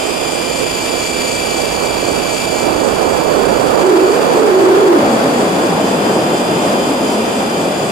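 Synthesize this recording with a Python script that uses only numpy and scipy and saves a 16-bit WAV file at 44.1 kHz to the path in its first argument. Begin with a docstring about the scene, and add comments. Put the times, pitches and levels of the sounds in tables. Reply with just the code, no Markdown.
"""Low over a field, on the frame of an electric model helicopter: a camera's two microphone ports, close to the drive.
Motor partials and gear hiss throb with the rotor, a squeal is chopped by the drive's grip, blade and shaft tones
thrum below; a faint chirr comes round about four times a second. Air is shaped noise, rushing in from the right; in a
fast turn it swings head-on, shed eddies hoot in the housing's cavity, then it settles to a lower roar.
The turn unloads the motor, which speeds up and sings more softly."""
import sys
import numpy as np
from scipy import signal
from scipy.fft import rfft, irfft, next_fast_len
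from scipy.io import wavfile
from scipy.ndimage import uniform_filter1d, minimum_filter1d, map_coordinates

SR = 44100
rng = np.random.default_rng(int(sys.argv[2]) if len(sys.argv) > 2 else 0)


def to_wav(sig):
    """Store sig (one row per channel, or 1-D mono) as 16-bit WAV at the path in sys.argv[1].

    Samples outside -1..1 are clipped; the rate is SR.
    """
    pcm = np.clip(np.atleast_2d(sig), -1, 1) * 32767
    pcm = np.round(pcm).astype(np.int16)
    wavfile.write(sys.argv[1], SR, pcm.T)  # frames by channels


N = 348831

# motor speed along the flight: t/s, speed/(turns per s)
MOTOR_SPEED = [(0, 343.2), (.35, 340.4), (1, 336.5), (1.4, 335.5), (2, 334.7), (2.6, 335.4), (4.3, 335.4),
               (4.8, 335.9), (5.3, 337.7), (6.05, 343.7), (6.4, 345), (7.2, 342.7), (7.9, 341)]
# how hard the drive binds: place/(rotor turn, 0-1), lower squeal/dB, upper squeal/dB (both relative)
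DRIVE_GRIP = [(.06, 0, -6), (.18, .5, -6), (.25, -18, -11), (.4, -15, -5), (.56, -7, -7), (.72, -2, 1),
              (.84, -7, -3), (.97, -6, -7)]
# where the air comes from: t/s, direction/(0 = from the right, 1 = head-on)
AIR_HEADING = [(0, 0.13), (3.6, 0.024), (3.95, 0.43), (4.3, 0.42), (4.9, 0.59), (5.03, 0.83), (6.3, 0.85),
               (7, 0.89)]
# eddies shed across the housing's opening: t/s, mean shedding rate f/Hz
SHEDDING_RATE = [(0, 680), (2.6, 680), (3.28, 560), (3.35, 445), (3.45, 420), (3.5, 520), (3.66, 550),
                 (3.74, 480), (3.83, 450), (3.85, 362), (3.92, 378), (3.97, 352), (4.03, 360), (4.07, 395),
                 (4.13, 420), (4.25, 480), (4.31, 470), (4.354, 401), (4.46, 408), (4.55, 370), (4.6, 390),
                 (4.66, 353), (4.73, 376), (4.8, 394), (4.87, 376), (4.91, 352), (4.962, 345), (4.977, 318),
                 (4.99, 260), (5.4, 243), (5.5, 205), (6.5, 195), (6.9, 235), (7.4, 240), (7.65, 165),
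                 (7.9, 205)]

GEAR_RATIO = 12.15  # motor turns per rotor turn
BELT_LAP_TURNS = 85.1  # motor turns in one lap of the belt
CAVITY_HZ, CAVITY_WIDTH_HZ = 358.6, 43.8  # the resonance that the eddies lock to; its half width


def amp(db):
    """Decibels to gain."""
    return 10 ** (np.asarray(db) / 20)


def unit(x):
    """Scale to rms 1."""
    return x / np.sqrt(np.mean(np.abs(x) ** 2) + 1e-20)


def curves(rows):
    """One value per sample for each column after the time."""
    s, *cols = np.transpose(rows)
    return [np.interp(np.arange(N) / SR, s, c) for c in cols]


def wobble(rate):
    """A smooth random curve of rms 1, rate knots a second."""
    knots = rng.standard_normal(int(N * rate / SR) + 4)
    coarse = np.arange(0, N + 32, 32)
    curve = map_coordinates(knots, [coarse * rate / SR])
    return unit(np.interp(np.arange(N), coarse, curve))


def noise(spectrum, channels=1):
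    """Unrelated noises with the given colour, rms 1 over all channels."""
    size = next_fast_len(N + 8192)
    hz, db = np.transpose(spectrum)
    gain = amp(np.interp(np.log(np.fft.rfftfreq(size, 1 / SR) + 1), np.log(hz), db))
    white = rng.standard_normal((channels, size))
    return unit(irfft(rfft(white) * gain, size)[:, :N])


def pair(spectrum, alike):
    """Stereo noise with a share of its power common to both sides."""
    alike = np.clip(alike, 0, 1)
    return np.sqrt(alike) * noise(spectrum) + np.sqrt(1 - alike) * noise(spectrum, channels=2)


def runout(rotor, fall, count=7):
    """The main gear's unevenness: a random pattern that repeats with each rotor turn."""
    k = np.arange(1, count + 1)[:, None]
    angle = np.linspace(0, 2 * np.pi, 2 ** 10)
    start = rng.uniform(0, 2 * np.pi, k.shape)
    shape = unit(np.sum(k ** -fall * np.cos(k * angle + start), 0))
    turn = rotor / (2 * np.pi) % 1
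    return shape[(turn * len(shape)).astype(int)]


def racing():
    """0 up to cruising speed, 1 when the unloaded motor fully races."""
    cruise_rps, race_rps = 336, 8  # cruising speed; speed added when racing (turns per s)
    return np.clip((curves(MOTOR_SPEED)[0] - cruise_rps) / race_rps, 0, 1)


def whine(motor, rotor, load_db, sway=0.2, throb=0.27, flutter_db=0.78, level_db=-2.0):
    """Fourteen magnets and the gear mesh sing; rotor turns shake them, and belt laps make them surge in turn."""
    # partials: multiple of motor speed, left/dB, right/dB (at 0 dB load, before level_db),
    # slope/(dB per dB of load), racing left/dB, racing right/dB,
    # surge once a belt lap/dB, crest left/(lap, 0-1), crest right/(lap, 0-1)
    partials = [(7, -27.8, -28.7, .95, -1, -1, 0, 0, 0), (7.41, -40.3, -40.5, .35, -3, -2, 0, 0, 0),
                (8, -40, -37.5, .5, 3, 2, 1.9, .81, .74), (9, -34.3, -44, .55, 5, 10, 1.9, .08, .12),
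                (10, -44.5, -30.5, .3, 0, 1, 0, 0, 0), (11, -44, -48.5, .5, .5, 0, 2.5, .63, .66),
                (13, -35.5, -39.3, .55, -9, 0, 3.5, .1, .3), (14.41, -39.5, -44.3, .45, 0, 0, 0, 0, 0),
                (15, -48.5, -46, .7, 3, 4, 3, .75, .09), (20, -40.3, -35.7, .7, -2, 0, 5.5, .23, .09),
                (22, -38.3, -42.5, .5, -1.5, -2, 3.5, .22, .45), (23, -43.3, -44, .42, -3, 2.5, 4, .74, .3),
                (24, -45.5, -41.5, .6, -1, -1, 3, .34, .28), (26, -45.5, -49.5, .6, 0, 0, 3, .51, .67),
                (27, -42, -44.5, .7, -1, -1, 2, .83, .07), (28, -49, -45, .6, 0, 0, 2, .26, .49),
                (29, -45, -44, .7, 0, 0, 2, .85, .88), (31, -50, -49, .6, 0, 0, 3, .51, .55),
                (36, -54, -54, .6, 0, 0, 0, 0, 0)]
    out = np.zeros((2, N))
    drift = .003 * wobble(20)
    race, lap = racing(), motor / BELT_LAP_TURNS
    for (order, left_db, right_db, per_load, race_left_db, race_right_db,
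         surge_db, left_at, right_at) in partials:
        shake = sway * np.sqrt(order / 7) * runout(rotor, fall=0.46) + order * drift
        strength = amp(level_db + per_load * load_db + flutter_db * wobble(9.8))
        strength = strength * (1 + throb * runout(rotor, fall=0.25))
        crest = 2 * np.pi * np.array([[left_at], [right_at]])
        surge = surge_db * np.cos(lap - crest)
        sides_db = [left_db + race_left_db * race, right_db + race_right_db * race]
        phase = order * motor + shake + rng.uniform(0, 2 * np.pi)
        lag = np.array([[0], [rng.normal(0, order / 24)]])  # higher partials differ more between the ports
        out += np.sqrt(2) * amp(surge + sides_db) * strength * np.sin(phase + lag)
    return out


def squeal(motor, rotor, load_db, rattle=1.5, swing=3.24, third_db=-4.0, third_per_load=0.13,
           rasp_db=-8, jitter_db=0.9):
    """The drive binds and lets go each rotor turn, chopping the squeal; racing, it chatters three times a turn."""
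    # rough noise riding on the squeal: f/Hz, relative level/dB
    rasp_colour = [(1500, -38), (4200, -23), (4850, 4), (5500, -23), (6500, -18), (7150, 9), (8200, -13),
                   (10000, -9), (15000, -11)]
    base_db, per_load = -30.5, 0.77  # before side gains, at 0 dB load; dB per dB of load
    level = amp(base_db + per_load * load_db)
    chatter = .7 * racing() ** 1.7  # share of chatter in the grip
    turn = rotor / (2 * np.pi) % 1
    place, *grips_db = np.transpose(DRIVE_GRIP)
    pulses = unit(.4 + np.cos(1.5 * rotor + 1) ** 4)  # three a turn
    jitter = amp(jitter_db * wobble(110))
    grips = []
    for grip_db in grips_db:
        binding = unit(amp(np.interp(turn, place, grip_db, period=1)))
        grips.append(jitter * unit((1 - chatter) * binding + chatter * pulses))
    low_grip, high_grip = grips
    # the tone runs sharp while the drive binds and drops back as it lets go
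    slip = (1 - chatter) * swing * np.interp(turn, [.25, .4], [1, 0], period=1)
    slip = slip + rattle * chatter ** 2 * wobble(260)  # a racing drive rattles and frays the tone
    second = np.sin(14 * motor + slip + [[0], [.3]])
    third = np.sin(21 * motor + slip + [[0], [-.5]])
    third = third * amp(1.2 * wobble(10) + [[1], [-1]])  # stronger on the left, level unsteady
    tones = low_grip * second + amp(third_db + third_per_load * load_db) * high_grip * third
    rasp = amp(rasp_db) * np.sqrt(low_grip * high_grip) * pair(rasp_colour, alike=0.12)
    return level * (np.sqrt(2) * tones * amp([[1.5], [-1.8]]) + rasp)


def gear_noise(motor, rotor, load_db, repeat=0.15):
    """Teeth hiss in time with the rotor; a chirr, perhaps the tail belt, returns once a lap."""
    # colour of the hiss: f/Hz, relative level/dB
    hiss_colour = [(500, -8.5), (1900, -2), (2200, -0.5), (2500, 4.5), (2900, 0), (3500, -3), (4100, -6),
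                   (4900, -1), (5600, -6), (7200, -5.5), (8400, -8.5), (9500, -6), (11000, -13.5),
                   (13000, -18), (15200, -22)]
    # colour of the chirr: f/Hz, relative level/dB
    chirr_colour = [(2000, -40), (6000, -1.5), (7300, -4), (8000, 6.5), (8700, -13), (12000, -20),
                    (16000, -35)]
    hiss_db, hiss_per_load, hiss_per_grip = -24.5, 0.56, .08  # at 0 dB load; dB per dB of load, of grip
    chirr_db, chirr_per_load = -32, .48  # at 0 dB load, at the crest; dB per dB of load
    chirr_laps = .16  # from the crest to 1/e of its amplitude

    # the same teeth meet on every turn, so part of the hiss repeats
    size = int(2 * np.pi * N / rotor[-1])
    place = rotor / (2 * np.pi) % 1 * size
    loops = [side[:size] for side in pair(hiss_colour, alike=0.15)]
    tooth_pattern = np.array([map_coordinates(loop, [place], mode="grid-wrap") for loop in loops])
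    repeat = np.clip(repeat, 0, 1)
    hiss = np.sqrt(repeat) * unit(tooth_pattern) + np.sqrt(1 - repeat) * pair(hiss_colour, alike=0.14)
    turn, grip_db, _ = np.transpose(DRIVE_GRIP)
    binding_db = np.interp(rotor / (2 * np.pi), turn, grip_db - grip_db.mean(), period=1)
    unsteady_db = 0.5 * runout(rotor, fall=0.51) + 0.72 * wobble(30)
    hiss = hiss * amp(hiss_db + hiss_per_load * load_db + hiss_per_grip * binding_db + unsteady_db)

    lap = (motor / (2 * np.pi * BELT_LAP_TURNS) + 1 / 6) % 1 - .5  # 0 at the chirr's crest
    teeth = unit(sum(np.sin(k * motor + .8 * wobble(60)) for k in (23, 24)))
    chirr = pair(chirr_colour, alike=0.12) + amp(-24.0) * teeth
    chirr_gain = amp(chirr_db + chirr_per_load * load_db + 1.4 * wobble(4.9))
    return hiss + chirr * chirr_gain * np.exp(-(lap / chirr_laps) ** 2)


def low_hum(rotor, load_db):
    """Blades and motor shaft hum low, a little unsteadily."""
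    # low tones: multiple of rotor speed (12.15 is the motor shaft's own), rms level/dB at 0 dB load
    low_tones = [(2, -46), (4, -53), (6, -46), (9.03, -37), (10, -46), (12.15, -36), (15, -40), (24.3, -48)]
    tones = sum(amp(db + 1.0 * wobble(4.83)) * np.sin(k * rotor + .5 * wobble(4.5))
                for k, db in low_tones)
    return np.sqrt(2) * amp(0.51 * load_db) * tones


def flow_strength():
    """The air's strength in dB: the speed of flight plus short rises and dips."""
    # slow strength of the air: t/s, level/dB
    flight_flow = [(0, -30.5), (1.15, -32.5), (1.5, -30.5), (2.2, -29), (2.53, -30.5), (2.69, -27),
                   (3.25, -25), (3.6, -24.5), (4.3, -20.5), (4.85, -18), (5.05, -19), (6, -21),
                   (6.4, -21.5), (7.4, -23), (7.9, -24)]
    # gusts and lulls: t/s, length/s, level/dB (rise, or dip if negative)
    gusts = [(1.903, 0.2, 1), (2.153, .14, 1.1), (2.396, 0.1, -2), (2.69, 0.069, 1.5), (3.04, 0.16, 0),
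             (3.258, 0.1, -2), (3.394, 0.11, 0.5), (3.78, 0.15, 0.5), (3.922, 0.26, 4), (4.698, 0.11, 1.5),
             (4.93, .085, 6), (6.09, 0.073, 2), (6.683, 0.17, 1.5), (7.417, 0.081, 1.5)]
    t = np.arange(N) / SR
    bumps = sum(db * np.exp(-(2 * (t - s) / length) ** 2) for s, length, db in gusts)
    return curves(flight_flow)[0] + bumps


def locking(flow_db):
    """How near the eddies are to the cavity's pitch, and the share of them that is locked into a tone."""
    lock_flow_db, lock_range_db = -18.1, 1.2  # flow for two thirds of full locking; how gradual
    ring_s = 0.0083  # the cavity rings on this long after the eddies leave its pitch
    offset = (curves(SHEDDING_RATE)[0] - CAVITY_HZ) / CAVITY_WIDTH_HZ
    in_tune = 1 / (1 + offset ** 2)
    keep = np.exp(-1 / (ring_s * SR))
    in_tune = np.maximum(in_tune, signal.lfilter([1 - keep], [1, -keep], in_tune))
    steady = .8 * in_tune / (2 + np.exp((lock_flow_db - flow_db) / lock_range_db))  # 0.4 at most
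    return in_tune, steady


def airflow(flow_db, leak=0.055, gust_db=0.72):
    """Each port has its own turbulence, the housing's roar reaches both alike; heading shares the flow out."""
    # turbulence at a microphone port: f/Hz, relative level/dB
    port_colour = [(20, -34), (60, -30), (130, -15), (250, -4.5), (480, 0.5), (700, -3.5), (1000, -9),
                   (1500, -16.5), (2200, -29), (4000, -36), (15000, -45)]
    # roar in the housing: f/Hz, relative level/dB
    housing_colour = [(20, -54), (60, -32), (110, -11.5), (200, -5.5), (280, 0), (550, -1), (800, -5.5),
                      (1200, -25.5), (4000, -76)]
    # spray of air off the edge: f/Hz, relative level/dB
    spray_colour = [(30, -40), (100, -32), (500, -5), (1000, 4), (2000, -8), (3500, -15), (7000, -23.5),
                    (15000, -31)]
    # low buffeting: f/Hz, relative level/dB
    buffet_colour = [(20, -11), (60, -1.5), (130, -1.5), (300, -4.5), (1000, -36), (4000, -80)]
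    # over the flow: (dB with air from the right, dB head-on,
    # curve: over 1 = changes late in the turn, dB added while the housing hoots)
    left_port, right_port = (-11, 2, 0.6, 5), (16, -5.5, 1.77, -2)
    housing_roar, edge_spray = (-0.4, 7.5, 2, -3.5), (-1.6, -0.26, 0.43, 1)

    heading = np.clip(curves(AIR_HEADING)[0], 1e-3, 1)
    in_tune = locking(flow_db)[0]
    levels_db = [flow_db + side_db + heading ** curve * (front_db - side_db) + hooting_db * in_tune
                 for side_db, front_db, curve, hooting_db
                 in (left_port, right_port, housing_roar, edge_spray)]
    left_db, right_db, housing_db, spray_db = levels_db
    # the buffeting drops by up to 26 dB, in full once the heading reaches 0.8
    buffet_db = -18.5 + 0.37 * flow_db - 26 * np.minimum(1, heading / .8)
    left = amp(left_db + gust_db * wobble(12)) * noise(port_colour)[0]
    right = amp(right_db + gust_db * wobble(16)) * noise(port_colour)[0]
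    ports = np.array([left - leak * right, right])  # a push on the right port pulls slightly on the left
    roar = amp(housing_db + gust_db * wobble(12)) * noise(housing_colour)
    # the common part of the spray pushes one port as it pulls the other
    spray = amp(spray_db) * pair(spray_colour, alike=0.25) * [[1], [-1]]
    return ports + roar + spray + amp(buffet_db) * pair(buffet_colour, alike=0.5)


def hoot(flow_db, overtone_db=-22, selectivity=0.59, rise=0.6):
    """Shed eddies make a fuzzy band that narrows and swells near the cavity's pitch, and drones in head-on air."""
    hoot_db, hoot_per_flow = 11, 1  # on resonance, over the flow, before side gains; dB per dB of flow
    drone_db = -25.5  # away from the cavity's pitch, in fully head-on air
    sides_db = (-6.5, 2.5)  # left, right gain while the air comes from the right
    eddy_spread, lock_narrowing = .46, .5  # new eddy trains per cycle; share by which the cavity slows them
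    wander = .04  # rms share of the shedding rate, far from the cavity's pitch
    in_tune, steady = locking(flow_db)
    heading = curves(AIR_HEADING)[0]
    hz = curves(SHEDDING_RATE)[0] * (1 + wander * (1 - in_tune) ** 3 * wobble(14))
    age = np.cumsum(eddy_spread * hz * (1 - lock_narrowing * in_tune)) / SR  # eddy trains shed so far
    in_phase = map_coordinates(rng.standard_normal(SR), [age])
    quadrature = map_coordinates(rng.standard_normal(SR), [age])
    eddies = unit(in_phase + 1j * quadrature)
    carrier = np.exp(2j * np.pi * np.cumsum(hz) / SR)
    swing = (np.sqrt(steady) + np.sqrt(1 - steady) * eddies) * carrier
    swing = unit(swing / np.sqrt(1 + 2 * np.abs(swing) ** 2))  # the oscillation saturates
    resonant = amp(hoot_db + hoot_per_flow * flow_db) * in_tune ** selectivity
    resonant = resonant * (hz / CAVITY_HZ) ** rise  # faster eddies push harder
    drone = amp(drone_db) * heading ** 2
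    sides = amp(np.outer(sides_db, (1 - heading) ** 2))
    voice = np.real(swing + amp(overtone_db) * steady * swing ** 3)
    return np.sqrt(2) * sides * np.hypot(resonant, drone) * voice


def scene():
    """One motor speed and one load drive every moving part; one air flow drives the rush and the hoot."""
    # load on the motor: t/s, level/dB
    motor_load = [(0, -2.5), (1.25, 1.5), (1.95, -2), (2.58, -0.5), (2.7, -5), (3.6, -6.5), (4.85, -9.5),
                  (5.7, -8.5), (6.7, -7), (7.9, -8.5)]
    motor = 2 * np.pi * np.cumsum(curves(MOTOR_SPEED)[0]) / SR  # shaft angle, radians
    rotor = motor / GEAR_RATIO
    load_db, flow_db = curves(motor_load)[0], flow_strength()
    tones = whine(motor, rotor, load_db) + squeal(motor, rotor, load_db)
    air = airflow(flow_db) + hoot(flow_db)
    return tones + gear_noise(motor, rotor, load_db) + low_hum(rotor, load_db) + air


def record(dry, ceiling=0.97, hold=0.0065):
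    """The camera limits loud swells and clips the rest; its converter mirrors sound faintly into the treble."""
    mirror_hz, mirror_db = 16000, -11.5  # f lands on mirror_hz - f; gain of the image at half mirror_hz
    top_hz = 15600  # band limit
    needed = np.minimum(1, ceiling / (np.abs(dry).max(0) + 1e-9))
    span = int(hold * SR)
    gain = uniform_filter1d(minimum_filter1d(needed, span), 2 * span)
    held = np.clip(dry * gain, -1, 1)
    size = next_fast_len(N + 8192)
    hz = np.fft.rfftfreq(size, 1 / SR)
    tilt = (2 * hz / mirror_hz) ** 1.2 * (hz < mirror_hz / 2) * (hz > 1500)
    source = irfft(rfft(held, size) * tilt, size)[:, :N]
    mirror = source * 2 * np.cos(2 * np.pi * mirror_hz * np.arange(N) / SR)
    mixed = held + amp(mirror_db) * mirror
    return irfft(rfft(mixed, size) * (hz < top_hz), size)[:, :N]


dry = scene()
out = record(dry)
to_wav(out)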